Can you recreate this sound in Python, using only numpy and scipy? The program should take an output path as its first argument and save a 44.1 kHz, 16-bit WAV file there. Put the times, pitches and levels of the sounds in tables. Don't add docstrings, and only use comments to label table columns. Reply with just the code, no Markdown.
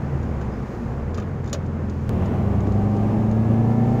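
import sys
import numpy as np
from scipy import signal
from scipy.fft import rfft, irfft
from scipy.io import wavfile

SR = 44100
rng = np.random.default_rng(int(sys.argv[2]) if len(sys.argv) > 2 else 0)


def wav_record(signal):
    frames = np.transpose(np.atleast_2d(signal))
    bounded = np.clip(frames, -1, 1)
    quanta = np.round(bounded * 32767).astype(np.int16)
    wavfile.write(sys.argv[1], SR, quanta)


N = 176400
T = np.arange(N) / SR
FREQS = np.maximum(np.fft.rfftfreq(N, 1 / SR), 1)

# time_s, firing_hz, level_db
GEAR_CHANGES = [(0, 80.4, -32.5), (.15, 78.27, -29), (.42, 69.1, -29), (.52, 63, -32.5), (.72, 57.3, -39.5),
                (.87, 62.2, -32.5), (1.03, 73.4, -27.5), (1.2, 90.76, -32), (1.43, 88.07, -32),
                (1.88, 83.1, -28), (2.25, 80, -29), (2.6, 69.8, -27.5), (2.85, 57.96, -32), (3.15, 59, -41),
                (3.45, 80.6, -32), (3.62, 96.6, -35), (4, 91.4, -47)]
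# time_s, firing_hz
PULLING_RATE = [(2.1, 92.6), (2.4, 97.4), (2.8, 102.2), (3.4, 110.8), (4, 119.8)]
# time_s, level_db
PULLING_LEVEL = [(2.1, -26.5), (2.4, -28), (2.8, -25.5), (3.2, -26), (3.6, -23.5), (4, -23.5)]
# firing_multiple, relative_db
SHIFTING_ORDERS = [(.5, -18.5), (1, 0), (1.25, -13.5), (1.5, -10.5), (1.75, -7.5), (2, -21.5), (2.25, -13),
                   (2.5, -16.5), (2.75, -19.5), (3, -18.5), (3.5, -20), (4.5, -20)]
PULLING_ORDERS = [(.75, -22), (1, 2), (1.25, -8.5), (1.5, -19.5), (1.75, -12.5), (2, -5.5), (2.25, -21.5),
                  (2.5, -17), (2.75, -18.5), (3, -14.5), (3.25, -25), (3.5, -19), (3.75, -24), (4, -16.5),
                  (4.25, -27), (4.5, -23), (4.75, -26), (5, -20.5), (5.25, -22.5), (5.5, -21), (6, -27),
                  (6.5, -23.5), (7, -30), (7.5, -26), (8, -34), (8.5, -28.5), (11.35, -34), (12, -38.5),
                  (14.5, -49), (15, -36), (15.5, -44), (18, -46.5), (18.5, -48.5), (22.5, -50.5)]
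# centre_hz, width_hz, lift_db
CABIN_MODES = [(217.3, 46, 7.5), (780.8, 91.6, 11.5), (1160, 110, 10), (1765, 170, 7), (2130, 110, 9)]
# start_s, rattle_db, body_db, t60_s
TRIM_CONTACTS = [(.229, -52.5, -58, .05), (0.412, -53.5, -41, 0.12), (1.144, -43.5, -58, .07),
                 (1.175, -46, -49, 0.057), (1.181, -54, -30.5, .07), (1.199, -50, -42, 0.065),
                 (1.223, -60, -40, .07), (1.442, -53, -62, 0.062), (1.459, -52, -60, .06),
                 (1.476, -49.5, -56, 0.086), (1.496, -50, -57, 0.053), (1.5297, -23, -29.5, .052),
                 (1.546, -49, -31, 0.074), (1.663, -57, -62, 0.056), (1.897, -48.5, -58, .05),
                 (2.22, -56, -59, 0.046), (2.257, -50.5, -56, 0.056), (2.605, -49, -60, 0.038),
                 (2.669, -52, -45, 0.06), (2.721, -49, -58, .04), (2.965, -50, -64, 0.069),
                 (3.313, -51, -53, 0.052)]
# frequency_hz, relative_db
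RATTLE_SPECTRUM = [(1000, -29.5), (2500, -6.5), (3600, 1), (4300, -2), (5000, -1.5), (6000, 0), (6900, 4.5),
                   (7400, -4), (7900, -13.5), (9500, -18), (15000, -21.5)]
BODY_SPECTRUM = [(300, -9), (550, 7), (800, -6), (1250, 0.5), (1800, -9.5), (3000, -14.5), (5000, -34.5),
                 (9000, -38)]
# centre_hz, width_hz, lift_db
PANEL_MODES = [(1290, 130, 4.5), (1700, 99, 11), (2380, 100, 5), (2516, 130, 10), (3010, 130, 8),
               (3650, 100, 4), (3650, 120, 2.5), (4260, 350, 8), (4960, 150, 10.5), (5750, 60, 9.5),
               (6170, 160, 5), (6530, 340, 5), (7140, 150, 6)]
# pitch_hz, relative_db, t60_s
DASHBOARD_MODES = [(535, -2, 0.1), (566, 1, 0.11), (640, -5, 0.12)]
# frequency_hz, density_db_per_hz
SHIFTING_TYRES = [(12, -71.5), (25, -61.5), (36, -53.5), (60, -56.5), (100, -57), (135, -46), (165, -59.5),
                  (225, -52.5), (265, -60), (400, -61.5), (520, -63.5), (660, -70), (790, -69),
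                  (1200, -74.5), (1700, -79.5), (2500, -88), (3500, -99), (6000, -115), (15000, -125)]
PULLING_TYRES = [(12, -61.5), (35, -61), (70, -54), (130, -51), (175, -55.5), (230, -51), (290, -60),
                 (400, -57), (500, -65.5), (600, -62), (850, -67.5), (1200, -73.5), (1450, -82),
                 (1700, -83), (2600, -86.5), (3500, -95.5), (5000, -101), (7000, -102), (8500, -109),
                 (15000, -110)]
WIND_SPECTRUM = [(1500, -115), (3000, -101), (4200, -99), (5100, -97.5), (5700, -99), (6700, -97.5),
                 (7300, -101), (7900, -108), (9500, -112), (15000, -113)]
# time_s, gain_db
SHIFTING_TYRE_GAIN = [(0, 1), (.5, 1.5), (1, 0), (1.5, 0), (1.998, -1.5), (4, -4.5)]
PULLING_TYRE_GAIN = [(2.1, 0.039), (2.3, 0.61), (2.6, -1.1), (3.2, 0.67), (3.6, 0.014), (4, 1.7)]
WIND_GAIN = [(0, -1.5), (.25, -0.5), (.55, -1), (.75, 1.5), (1.05, -3), (1.7, -4), (2.05, -1), (2.3, -4.5),
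             (2.9, -0.5), (3.5, -3), (4, 1.5)]
# frequency_hz, density_db_per_hz
ONCOMING_TYRES = [(500, -76), (1000, -78.5), (1600, -78.5), (2200, -85), (3000, -87), (3800, -99),
                  (6000, -112)]


def engine(firing_hz, orders, main_depth, uneven_depth, flutter_hz):
    firings = np.cumsum(firing_hz) / SR
    sound = 0
    for multiple, db in orders:
        phase = 2 * np.pi * (multiple * firings + rng.random())
        depth = main_depth if multiple in (1, 2) else uneven_depth
        tone = (1 + depth * drift(flutter_hz)) * np.sin(phase)
        tone += depth * drift(flutter_hz) * np.cos(phase)
        tone *= np.sqrt(2 / (1 + 2 * depth ** 2))
        sound += from_db(db + lift_db(CABIN_MODES, multiple * firing_hz)) * tone
    return sound


def shifting_car():
    firing_hz, level_db = in_time(GEAR_CHANGES)
    motor = engine(firing_hz, SHIFTING_ORDERS, main_depth=0.053, uneven_depth=0.35, flutter_hz=6)
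    return from_db(level_db) * motor + road_noise(SHIFTING_TYRES, SHIFTING_TYRE_GAIN, wander_db=0.54)


def pulling_car(start_s=2.09345, click_db=-21.8, click_corner_hz=2000):
    firing_hz, = in_time(PULLING_RATE)
    level_db, = in_time(PULLING_LEVEL)
    motor = engine(firing_hz, PULLING_ORDERS, main_depth=0.07, uneven_depth=0.3, flutter_hz=2.54)
    tyres = road_noise(PULLING_TYRES, PULLING_TYRE_GAIN, wander_db=0.73)
    click = from_db(click_db) * np.exp(-2 * np.pi * click_corner_hz * np.maximum(T - start_s, 0))
    return (T >= start_s) * (from_db(level_db) * motor + tyres + click)


def loose_trim(attack_s=0.0023, crack_db=1.5, crack_s=0.0032):
    rattle_envelope, body_envelope = 0, 0
    for start_s, rattle_db, body_db, t60_s in TRIM_CONTACTS:
        age = np.maximum(T - start_s, 0)
        attack = np.clip((T - start_s) / attack_s + 0.5, 0, 1)
        decay = from_db(crack_db * np.exp(-age / crack_s) - 60 * age / t60_s)
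        rattle_envelope += from_db(rattle_db) * attack * decay
        body_envelope += from_db(body_db) * attack * decay
    panel_db = lift_db(PANEL_MODES, FREQS)
    rattle = unit_rms(noise(RATTLE_SPECTRUM, panel_db))
    body = unit_rms(noise(BODY_SPECTRUM, panel_db))
    return rattle_envelope * rattle + body_envelope * body


def dashboard_knock(start_s=1.531, rise_s=0.008, peak_db=-25.5):
    age = np.maximum(T - start_s, 0)
    ring = sum(from_db(db - 60 * age / t60_s) * np.sin(2 * np.pi * hz * age)
               for hz, db, t60_s in DASHBOARD_MODES)
    ring *= 1 - np.exp(-age / rise_s)
    return from_db(peak_db) * ring / np.abs(ring).max()


def road_noise(spectrum, gain_curve, wander_db, cabin_share=0.1):
    rush = noise(spectrum, cabin_share * lift_db(CABIN_MODES, FREQS))
    gain_db, = in_time(gain_curve)
    return rush * from_db(gain_db + wander_db * drift(rate_hz=8))


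def oncoming_car(closest_s=2.27, half_width_s=0.16):
    return noise(ONCOMING_TYRES) / (1 + ((T - closest_s) / half_width_s) ** 2)


def trim_squeak(start_s=0.52, length_s=0.09, pitch_hz=5030, width_hz=300, level_db=-65):
    progress = (T - start_s) / length_s
    envelope = (progress > 0) * np.sqrt(np.clip(1 - progress, 0, 1))
    band = irfft(rfft(rng.standard_normal(N)) * resonance(FREQS, pitch_hz, width_hz), N)
    return from_db(level_db) * envelope * unit_rms(band)


def from_db(db):
    return 10 ** (np.asarray(db) / 20)


def unit_rms(x):
    return x / np.sqrt(np.mean(x ** 2) + 1e-20)


def in_time(rows):
    time_s, *columns = np.transpose(rows)
    return [np.interp(T, time_s, column) for column in columns]


def resonance(hz, centre_hz, width_hz):
    return 1 / (1 + (2 * (hz - centre_hz) / width_hz) ** 2)


def lift_db(modes, hz):
    return sum(db * resonance(hz, centre_hz, width_hz) for centre_hz, width_hz, db in modes)


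def noise(spectrum, extra_db=0):
    hz, db = np.transpose(spectrum)
    gain = from_db(np.interp(np.log(FREQS), np.log(hz), db) + extra_db)
    return irfft(rfft(rng.standard_normal(N)) * gain, N) * np.sqrt(SR / 2)


def drift(rate_hz):
    hop, settle_steps = 100, 1000
    pole = np.exp(-2 * np.pi * rate_hz * hop / SR)
    white = rng.standard_normal(N // hop + settle_steps + 2)
    slow = signal.lfilter([1], [1, -2 * pole, pole * pole], white)[settle_steps:]
    return np.interp(np.arange(N) / hop, np.arange(len(slow)), unit_rms(slow))


def scene():
    driving = shifting_car() + road_noise(WIND_SPECTRUM, WIND_GAIN, wander_db=0.1) + pulling_car()
    return (driving + oncoming_car() + loose_trim() + dashboard_knock() + trim_squeak())[None]


def record(dry):
    return signal.sosfilt(signal.ellip(10, 0.1, 70, 15600, fs=SR, output="sos"), dry)


dry = scene()
out = record(dry)
wav_record(out)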